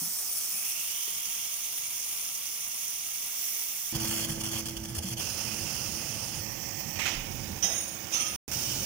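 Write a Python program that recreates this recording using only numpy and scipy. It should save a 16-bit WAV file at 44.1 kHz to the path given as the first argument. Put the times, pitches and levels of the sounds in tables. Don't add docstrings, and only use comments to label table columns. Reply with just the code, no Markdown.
import sys
import numpy as np
from scipy import signal
from scipy.io import wavfile
from scipy.ndimage import uniform_filter1d

SR = 44100
rng = np.random.default_rng(int(sys.argv[2]) if len(sys.argv) > 2 else 0)


def rack_gain(trim_db):
    fader = np.asarray(trim_db, float)
    return 10 ** (fader / 20)


def master_out(mix):
    frames = np.transpose(np.atleast_2d(mix))
    ceiling = np.clip(frames, -1, 1)
    pcm = np.round(ceiling * 32767).astype(np.int16)
    wavfile.write(sys.argv[1], SR, pcm)


N = 390285
TIME = np.arange(N) / SR

# start_s, end_s
STAYS = [
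    (3.925, 5.21),
    (5.21, 6.412),
    (6.412, 7.1),
    (7.1, 8.515),
    (8.515, 8.85),
]
# start_s, end_s
MUTE = (8.3605, 8.4795)


def evened(x):
    return x / np.sqrt(np.mean(x ** 2) + 1e-20)


def read(points, hz):
    table_hz, *columns = np.transpose(points)
    return np.array([np.interp(np.log(hz + 1), np.log(table_hz + 1), c) for c in columns])


def add(mix, start_s, sound):
    part = mix[:, round(start_s * SR):][:, :sound.shape[1]]
    part += sound[:, :part.shape[1]]


def panned(left_minus_right_db):
    left = rack_gain(left_minus_right_db)
    return np.array([2 * left / (1 + left), 2 / (1 + left)])


def bump(t, middle_s, span_s):
    return np.exp(-((t - middle_s) / span_s) ** 2)


def noise(spectrum, length, size, patchy_db=1.0, flicker_db=0.78, low_hz=300, echo_share=0.18):
    # pitch_hz, likeness (0-1)
    likeness = [(250, 0.94), (500, 0.31), (900, 0.67), (2000, 0.58), (16000, 0.6)]
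    port_lag_s = .00006
    port_scatter = 0.52
    frames = 4 * length // size + 5
    hz = np.fft.rfftfreq(size, 1 / SR)
    a, b, c, d, patches = rng.standard_normal((frames, len(hz), 5)).T
    patches = uniform_filter1d(patches, size // 64, 0)
    patches = evened(uniform_filter1d(patches, 8192 // size, 1))
    flicker = evened(uniform_filter1d(rng.standard_normal(frames), size=3))

    same = np.clip(read(likeness, hz)[0], -1, 1)[:, None]
    left = a + 1j * b
    lead = np.exp(2j * np.pi * hz * port_lag_s)[:, None]
    right = same * left * lead + np.sqrt(1 - same ** 2) * (c + 1j * d)
    z = np.array([left, right])

    delays_s = rng.uniform(.001, .005, (2, 12, 1))
    reflected = np.exp(-2j * np.pi * hz * delays_s).sum(1)
    echoes = 1 + echo_share * reflected * hz / (hz + 1500)
    shape = rack_gain(read(spectrum, hz)) * echoes * hz ** 2 / (hz ** 2 + low_hz ** 2)
    phase_steps = port_scatter * rng.standard_normal(len(hz)) * hz / (hz + 2000)
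    z[1] *= np.exp(1j * np.cumsum(phase_steps) / np.sqrt(size / 512))[:, None]
    z *= shape[:, :, None] * rack_gain(patchy_db * patches + flicker_db * flicker)
    out = signal.istft(z, nperseg=size, noverlap=3 * size // 4)[1][:, :length]
    return out / np.sqrt(np.mean(out.mean(0) ** 2))


def whistle(t, curve, width_hz):
    s, hz, db = np.transpose(curve)
    pole = [1, -np.exp(-np.pi * width_hz / SR)]
    band = rng.standard_normal((2, len(t)))
    for _ in range(2):
        band = signal.lfilter([1], pole, band)
    phase = 2 * np.pi * np.cumsum(np.interp(t, s, hz)) / SR
    return rack_gain(np.interp(t, s, db)) * evened(band[0] * np.cos(phase) + band[1] * np.sin(phase))


def close_steam():
    # pitch_hz, left_db (per Hz), right_db (per Hz)
    tip_spectrum = [(337, -21, -17.5), (1720, -21.5, -16.5), (2480, -20.5, -14), (3340, -14, -10.5),
                    (3570, -21, -15), (4300, -18, -11), (5650, -17, 3), (7670, -8.5, -8), (9300, -2.5, -12),
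                    (12470, -10.5, -4), (14460, -12, -5.5), (14700, -11, 8), (15300, -16, -0.5),
                    (15750, -30, -8.5)]
    # pitch_hz, left_db (per Hz), right_db (per Hz)
    valve_spectrum = [(340, -37, -10.5), (800, -20, -18), (1720, -21, -17), (2130, -23, -4.5),
                      (3400, -13.5, -3), (3870, -17.5, -10), (4540, -17, -8), (5850, -12.5, 5),
                      (7300, -7, 0), (7630, -11.5, -13), (8400, -6, -11), (10000, 0, -8),
                      (10900, -6.5, -11.5), (13400, -8.5, -1), (14240, -14, -3.5), (14700, -4, 7),
                      (15430, -9, -2), (15750, -39, -3.5)]
    # time_s, level_db
    hand_drift = [(0, -34.5), (.6, -35), (1.6, -36), (2.4, -37), (3.3, -36.5), (3.5, -35), (3.93, -37.5)]
    # time_s, delay_ms, share (0-1)
    wall_echo = [(0, .28, 0.06), (.25, 0.24, 0.1), (.3, 0.29, 0.7), (.4, 0.46, 0.3), (.46, .56, 0),
                 (.55, 0.49, 0), (.7, 0.366, 0.1), (.8, .33, 0), (4, 0.39, 0.16)]
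    # time_s, pitch_hz, level_db
    gap_curve = [(0, 2300, -69), (.5, 2450, -56.5), (.64, 2520, -50.5), (.7, 2700, -48.5),
                 (.86, 2765, -50.5), (.95, 3164, -48.5), (1.3, 3134, -52), (1.7, 3200, -60),
                 (3.93, 3200, -70)]
    # time_s, pitch_hz, level_db
    cavity_curve = [(0, 10100, -44), (.06, 10100, -40), (.11, 9700, -61), (.19, 9100, -40),
                    (.25, 9500, -50), (.32, 9350, -39), (.345, 9830, -43), (.375, 10100, -37.5),
                    (.43, 9300, -54), (.58, 9940, -39), (.63, 9860, -49), (.69, 10000, -41),
                    (.8, 9900, -60), (1.5, 9790, -68), (1.8, 9600, -51.5), (2.2, 9900, -45.5),
                    (2.5, 10000, -64), (3.93, 10000, -65)]
    # time_s, pitch_hz, level_db
    shrill_curve = [(0, 14700, -69), (3.2, 14700, -58), (3.45, 14450, -40), (3.85, 14300, -45),
                    (3.93, 14300, -46)]
    t = TIME[TIME < 3.9255]

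    wall_s, wall_span_s = 0.36, 0.031
    left_lift_db = 2 + 1.5 * bump(t, wall_s, 2 * wall_span_s)
    level = rack_gain(np.interp(t, *np.transpose(hand_drift))) * rack_gain(np.outer([1, 0], left_lift_db))
    tip = noise(tip_spectrum, len(t), size=512, echo_share=0.092) * level
    valve = noise(valve_spectrum, len(t), size=512, echo_share=0.092) * level

    turn_s, turn_span_s, turn_back_s, turn_back_share = 0.69, 0.2, 3.2, 0.27
    swing = 1 / (1 + np.exp((turn_s - t) / turn_span_s))
    swing_back = turn_back_share * (1 + np.tanh(10 * (t - turn_back_s))) / 2
    turn = np.pi / 2 * np.clip(swing - swing_back, 0, 1)
    jet = tip * np.cos(turn) + valve * np.sin(turn)

    right_path, right_share = 1.4, 0.38
    s, delay_ms, share = np.transpose(wall_echo)
    left_ms = np.interp(t, s, delay_ms)
    fine = signal.resample_poly(jet, 3, 1, axis=1)
    fine_s = np.arange(fine.shape[1]) / (3 * SR)
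    late = np.array([np.interp(t - ms / 1000, fine_s, port)
                     for port, ms in zip(fine, (left_ms, right_path * left_ms))])
    echo_share = np.interp(t, s, share) * np.array([[1], [right_share]])
    combed = (jet + echo_share * late) / np.sqrt(1 + echo_share ** 2)

    gap = whistle(t, gap_curve, width_hz=500) * panned(-18)[:, None]
    cavity = whistle(t, cavity_curve, width_hz=810) * panned(24)[:, None]
    shrill = whistle(t, shrill_curve, width_hz=1100) * panned(-10)[:, None]
    return 0, combed + gap + cavity + shrill


def rumble():
    # start_s, end_s, first_db, last_db, left_minus_right_db
    places = [
        (0, 3.925, -59.5, -60, -5),
        (3.925, 5.21, -41.5, -46, -3.5),
        (5.21, 6.412, -44, -44.5, -9),
        (6.412, 7.585, -48, -40.5, -13),
        (7.585, 8.361, -50.5, -51.5, -11.5),
        (8.479, 8.85, -44, -40.5, -5),
    ]
    # pitch_hz, level_db (per Hz)
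    quiet_air = [(13, -31), (22, -7), (70, 0), (97, -2), (128, 2.5), (196, -0.5), (294, -4), (332, -19),
                 (728, 0.5), (973, -2.5), (1300, 3), (1690, -16), (2860, -120)]
    # pitch_hz, level_db (per Hz)
    casing = [(13, -41), (22, -16), (55, -4.5), (113, 4), (167, -2.5), (220, -1), (277, -11.5), (325, -7.5),
              (381, -16), (495, -12), (539, -13), (614, -18), (700, -23), (910, -14), (1540, -120)]
    # time_s, extra_db
    surges = [(.03, 5), (3.96, 2), (4.03, -5), (4.38, 8), (5.0, 8), (6.31, 1), (8.05, 8.5)]
    out = np.zeros((2, N))
    for start, end, first_db, last_db, pan_db in places:
        length = round((end - start) * SR)
        spectrum = casing if start else quiet_air
        low = noise(spectrum, length, size=2048, patchy_db=0.6, flicker_db=-1.46, low_hz=12)
        add(out, start, low * rack_gain(np.linspace(first_db, last_db, length)) * panned(pan_db)[:, None])
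    surge_db = sum(db * bump(TIME, s, span_s=0.01) for s, db in surges)
    return out * rack_gain(surge_db)


def thuds():
    # time_s, level_db, pitch_hz, t60_s (time to fade by 60 dB)
    bumps = [(0.013, -40, 168.4, 0.25), (0.064, -49.5, 214, 0.22), (0.0167, -40.5, 275, 0.096),
             (0.541, -51, 210, 0.13), (1.078, -35, 415, 0.017), (7.15, -30, 32, 0.36),
             (.85, -60, 44.7, 0.78), (4.972, -24.5, 80.7, 0.17), (4.3, -30.5, 152, 0.16),
             (5.041, -31, 190, 0.25), (5.11, -29.5, 116.5, 0.15), (7.64, -35, 193, 0.15),
             (7.615, -40, 90, 0.17), (6.4, -35, 105, 0.22), (7.27, -39, 39, .5), (7.47, -37.5, 88, .6),
             (7.5, -45, 38, .4), (4.76, -36, 55, .4), (4.3, -43, 36, .6), (8.33, -44, 60, .3)]
    out, t = np.zeros((2, N)), TIME[:SR // 2]
    for s, db, hz, t60 in bumps:
        push = rack_gain(db - 60 * t / t60) * np.sin(2 * np.pi * hz * t) * np.minimum(t * hz, 1)
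        add(out, s, push * panned(-1)[:, None])
    return out


def later_steam():
    # first_db, last_db
    levels = [
        (-41, -51.5),
        (-35, -37.5),
        (-39, -38.5),
        (-41, -41),
        (-32.5, -34.5),
    ]
    # pitch_hz, left_db (per Hz), right_db (per Hz)
    far = [(340, -6.5, -2.5), (1466, -20, -6), (2620, -29, -2), (4190, -30, -12), (5570, -38.5, 1.5),
           (7270, -35, -4), (7600, -22, -15), (9100, -10.5, -11.5), (10600, -20.5, -12.5),
           (12950, -26.5, -10.5), (13500, -35.5, -13.5), (13600, -31, -5), (13800, -33, -8),
           (14450, -37, -7), (15200, -33, 3), (15300, -45, -4), (15750, -60, -8.5)]
    # pitch_hz, left_db (per Hz), right_db (per Hz)
    gauge = [(338, -13, -6.5), (1790, -23.5, -12), (2450, -30, -7.5), (2720, -23, -1), (3200, -20, -7.5),
             (3790, -27, -15.5), (4270, -25, -13), (5200, -26, 0.4), (6280, -42, -0.5), (8100, -20, -16),
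             (9400, -6.5, -9), (10400, -16, -12.5), (12980, -22.5, -15), (14950, -24, -5.5),
             (15600, -40, -11.5)]
    # pitch_hz, left_db (per Hz), right_db (per Hz)
    aside = [(340, -18, -9), (850, -16, -6.5), (1650, -32, -13.5), (1820, -24, -2.5), (3270, -42, -8),
             (3800, -42, -17.5), (5770, -70, 2.5), (7930, -24, -11), (9130, -13.5, -17), (12060, -26, -9.5),
             (14300, -36, -8.5), (14550, -28, -2.5), (15100, -34, 1), (15750, -62, -9.5)]
    # pitch_hz, left_db (per Hz), right_db (per Hz)
    front = [(340, -6.5, -6), (517, -17, -11.5), (1870, -23, -13), (3000, -16, -4.5), (3930, -17, -15),
             (5680, -17, 2.5), (7470, -17.4, -8), (7650, -15, -16), (9650, -9, -9), (10340, -14, -15),
             (12300, -17, -15), (14600, -18, -10), (14700, -11, 0), (15700, -26, -8.5)]
    out = np.zeros((2, N))
    for (start, end), level_db, spectrum in zip(STAYS, levels, (far, gauge, aside, far, front)):
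        length = round((end - start) * SR)
        jet = noise(spectrum, length, size=512)
        add(out, start, jet * rack_gain(np.linspace(*level_db, length)))
    return out


def tones():
    pitches = [119.5, 220, 330, 550, 660, 770]
    # display_db, gauge_db, farther_db, waver_hz
    strengths = [(-44, -56, -70, 8.74), (-46, -55, -62, 3.73), (-43, -57.5, -56.5, 2.33),
                 (-60.5, -62, -61, 1.93), (-62, -65.5, -78, 1.1), (-80, -62.5, -60, 2.94)]
    changes = [
        3.925,
        5.21,
        6.412,
        8.479,
    ]
    place = np.searchsorted(changes, TIME)
    backing_db = -5.5 * (TIME - changes[0]) * (place == 1)
    line = np.zeros(N)
    knots_s = np.arange(0, 9, .04)
    for hz, (near_db, gauge_db, far_db, waver) in zip(pitches, strengths):
        drift, swell = (np.interp(TIME, knots_s, r) for r in rng.standard_normal((2, 225)))
        place_db = np.array([-120, near_db, gauge_db, far_db, gauge_db])[place]
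        level_db = place_db + 0.41 * waver * swell + backing_db
        phase = 2 * np.pi * np.cumsum(hz + 0.425 * waver * drift) / SR
        line += np.sqrt(2) * rack_gain(level_db) * np.sin(phase)
    return line * panned(np.array([-2, -7.5, -12.0, -18.0, -5])[place])


def sputter():
    # open_s, shut_s, first_db, last_db
    spurts = [(3.947, 3.967, -36, -32.5), (3.997, 4.04, -37, -33), (4.04, 4.253, -34, -33),
              (4.27, 4.306, -45, -34), (4.314, 4.342, -37, -42), (4.353, 4.37, -43, -44),
              (4.399, 4.414, -42, -34), (4.435, 4.509, -34.5, -40.5), (4.513, 4.588, -37, -33.5),
              (4.59, 4.613, -34, -38.5), (4.656, 4.677, -37, -41), (4.683, 4.697, -36, -38),
              (4.708, 4.725, -42, -45), (4.767, 4.777, -38, -39.5), (4.833, 4.84, -47, -44),
              (4.848, 4.857, -41, -39), (4.882, 4.929, -43, -47), (4.948, 4.971, -37, -35.5),
              (4.98, 4.991, -35, -37), (5.023, 5.043, -41.5, -37.5), (5.053, 5.095, -40.5, -38.5),
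              (5.103, 5.138, -39, -37.5), (5.169, 5.215, -40, -34.5)]
    # pitch_hz, left_db (per Hz), right_db (per Hz)
    display = [(340, 1.5, -7.5), (1960, -22, -12.5), (2900, -25, -5.5), (3275, -20, 2), (3700, -36, -27),
               (3900, -36, -23), (4390, -26, -6), (5950, -8.5, -3), (7060, -12.5, -7.5), (8200, -17, -14),
               (8500, -7, -5.5), (9200, -5.5, -18), (10200, -7, -17), (12000, -13, -15), (14200, -14, -15),
               (15000, -16, -8.5), (15750, -30, -12)]
    leak_db, leak_db_per_s = -42.5, -8
    shut_db_per_s = -1200
    t = np.arange(*STAYS[0], 1 / SR)
    opens, shuts, first_db, last_db = np.transpose(spurts)[:, :, None]
    level_db = first_db + (last_db - first_db) * np.clip((t - opens) / (shuts - opens), 0, 1)
    closing_db = shut_db_per_s * np.maximum(t - shuts, 0)
    spurts_db = np.where(t < opens, -120, level_db + closing_db).max(0)
    steps_db = np.maximum(spurts_db, leak_db + leak_db_per_s * (t - t[0]))
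    jet = noise(display, len(t), size=256, patchy_db=2.0, flicker_db=1.34, low_hz=603)
    return t[0], jet * rack_gain(uniform_filter1d(steps_db, size=60))


def distant_blow(start_s, db, t60, spectrum):
    t = TIME[:SR // 3]
    burst = noise(spectrum, len(t), size=512, patchy_db=2.5, flicker_db=0.5, echo_share=0.28)
    return start_s, burst * panned(-18)[:, None] * rack_gain(db - 60 * t / t60) * np.minimum(t / 0.0039, 1)


def knocks():
    # time_s, level_db, t60_s
    blows = [(6.955, -44.5, 0.96), (6.988, -34, 0.42), (7.015, -40, 0.61), (7.053, -28, 0.3),
             (7.075, -34, 0.46), (7.11, -41, 0.69)]
    # pitch_hz, level_db (per Hz)
    knock_spectrum = [(180, -36), (300, 1), (441, -10), (940, -4), (1110, -12), (1300, -6), (1540, -10),
                      (1900, -2.5), (2450, 2.5), (2750, -0.5), (3150, -3), (4070, -12), (6280, -5),
                      (7910, -19), (12000, -25), (15600, -47), (22000, -120)]
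    out = np.zeros((2, N))
    for row in blows:
        add(out, *distant_blow(*row, knock_spectrum))
    return out


def clank(blows, crash, pitches, ring, damped_s):
    out, rings, t = np.zeros((2, N)), np.zeros((2, N)), TIME[:SR // 3]
    knots_s = np.arange(40) / 80
    for s, crash_db, ring_db, long_db, t60 in blows:
        add(out, *distant_blow(s, crash_db, t60, crash))
        for hz, (db, decay, pan_db) in zip(pitches, ring):
            flutter = np.array([np.interp(t, knots_s, k) for k in rng.standard_normal((4, 40))])
            mode_db = ring_db + db + long_db * np.log2(2 * decay)
            level = rack_gain(mode_db - 60 * t / decay + 3.7 * flutter[:2])
            wave = np.sin(2 * np.pi * hz * t + 2 * np.pi * rng.random((2, 1)) + 1.2 * flutter[2:])
            add(rings, s, panned(pan_db)[:, None] * level * wave * np.minimum(t / 0.0079, 1))
    return out + rings * rack_gain(-300 * np.maximum(TIME - damped_s, 0))


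def first_clank():
    # time_s, crash_db, ring_db, long_db (extra per doubling of a tone's ring time), crash_t60_s
    blows = [
        (7.624, -31.5, -31.5, -5, 0.31),
        (7.638, -38.5, -33, -7, 0.75),
        (7.69, -43, -30, 1, 0.34),
        (7.718, -39.5, -39.5, 14.5, 0.44),
        (7.775, -44, -33.5, 10, 0.13),
    ]
    # pitch_hz, level_db (per Hz)
    crash = [(180, -45), (300, -4), (568, -3.5), (1490, -17.5), (3170, -3.5), (4470, -22), (5090, -8),
             (6200, 4.5), (6840, -12), (7670, -22), (8700, -17), (9640, -14), (11200, -29), (15000, -20)]
    pitches = [1981, 3783, 3800, 5225, 5360, 5566, 6106, 6240, 6594, 6629, 9468, 9485, 9695, 13370, 14350,
               8586, 5959, 3176, 13857, 7180, 1696]
    # level_db, t60_s, left_minus_right_db
    ring = [(-14.5, 0.38, -17), (-18, 0.6, -15), (-14, 0.65, -12), (-6, 0.28, -19), (-19, .3, -12),
            (-16, .3, -15), (0, 0.43, -22), (-16, 0.297, -10), (-2.5, 0.48, -13), (-16, 1, -23),
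            (-15, 0.94, 5), (-16, 0.91, 6), (-16, 0.61, -1), (-13, 0.41, -11), (-17, .15, -8),
            (-20, .15, 2), (-15, .4, -15), (-13, 0.22, -14), (-20, .2, -10), (-17, .3, -10),
            (-20, 0.49, -10)]
    return clank(blows, crash, pitches, ring, damped_s=7.95)


def bench_booms():
    # time_s, level_db, t60_s
    booms = [
        (7.63, -43.5, 0.68),
        (7.7, -46, 0.83),
        (8.135, -63, 0.92),
    ]
    # pitch_hz, level_db (per Hz)
    bench = [(300, -30), (480, -3), (700, 2), (950, -13), (1500, -11), (3000, -29)]
    out = np.zeros((2, N))
    for row in booms:
        add(out, *distant_blow(*row, bench))
    return out


def second_clank():
    # time_s, crash_db, ring_db, long_db (extra per doubling of a tone's ring time), crash_t60_s
    blows = [
        (8.112, -46, -46, -5, 0.33),
        (8.122, -40, -41, -7, 0.3),
        (8.135, -33.5, -33.5, -4, 0.99),
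        (8.198, -32.5, -36.5, 3, 0.15),
        (8.228, -47, -58, -4, 0.32),
        (8.255, -45, -44.5, -9, 0.59),
    ]
    # pitch_hz, level_db (per Hz)
    crash = [(180, -39), (300, -3), (869, -9), (943, -13), (1250, -3.5), (1700, -16), (2360, -1),
             (4470, -14), (6000, 6), (7670, -20), (9330, -10), (11200, -24), (15000, -22)]
    pitches = [1243, 1300, 2379, 2410, 2745, 3203, 3528, 4253, 5150, 5292, 5655, 5965, 6099, 6546, 7135,
               9475, 9498, 9889, 5830, 6290, 13028, 13577, 2283, 2939, 6670, 6830, 8430, 10040, 13383, 3800,
               4786]
    # level_db, t60_s, left_minus_right_db
    ring = [(-13, 1.4, -4), (-18, 0.56, -9), (-11, 0.6, -8), (-17, 0.5, -7), (-9, 0.61, -13),
            (-5.5, .7, -7), (-8, 0.52, -10), (-9, 0.41, -10), (-9, 0.45, -10), (-5, 0.43, -10),
            (-15, .3, -9), (-8, .4, -11), (3.5, 0.39, -10), (-2.5, 0.3, -13), (-7, 0.33, -8.5),
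            (-4, 0.53, 4), (-4, 1.5, 10), (-11, .5, 1), (-6, .3, -13), (-9, .3, -11), (-14, .2, -10),
            (-17, .7, -10), (-9, 0.56, -8), (-15, .5, -10), (-9, .4, -10), (-12, .4, -8), (-17, .25, 0),
            (-18, .3, 2), (-15, .2, -10), (-15, .2, -10), (-19, .4, -10)]
    return clank(blows, crash, pitches, ring, damped_s=MUTE[1])


def scene():
    mix = rumble() + thuds() + later_steam() + tones()
    add(mix, *close_steam())
    add(mix, *sputter())
    return mix + knocks() + first_clank() + bench_booms() + second_clank()


def roll_off(x):
    return signal.sosfilt(signal.butter(12, 16000, fs=SR, output="sos"), x)


def record(dry):
    muted = dry * ((TIME < MUTE[0]) | (TIME > MUTE[1]))
    low_pass = signal.firwin(767, 15850, window=("kaiser", 8), fs=SR)
    limited = signal.oaconvolve(muted, low_pass[None], "same")
    return roll_off(limited)


dry = scene()
out = record(dry)
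master_out(out)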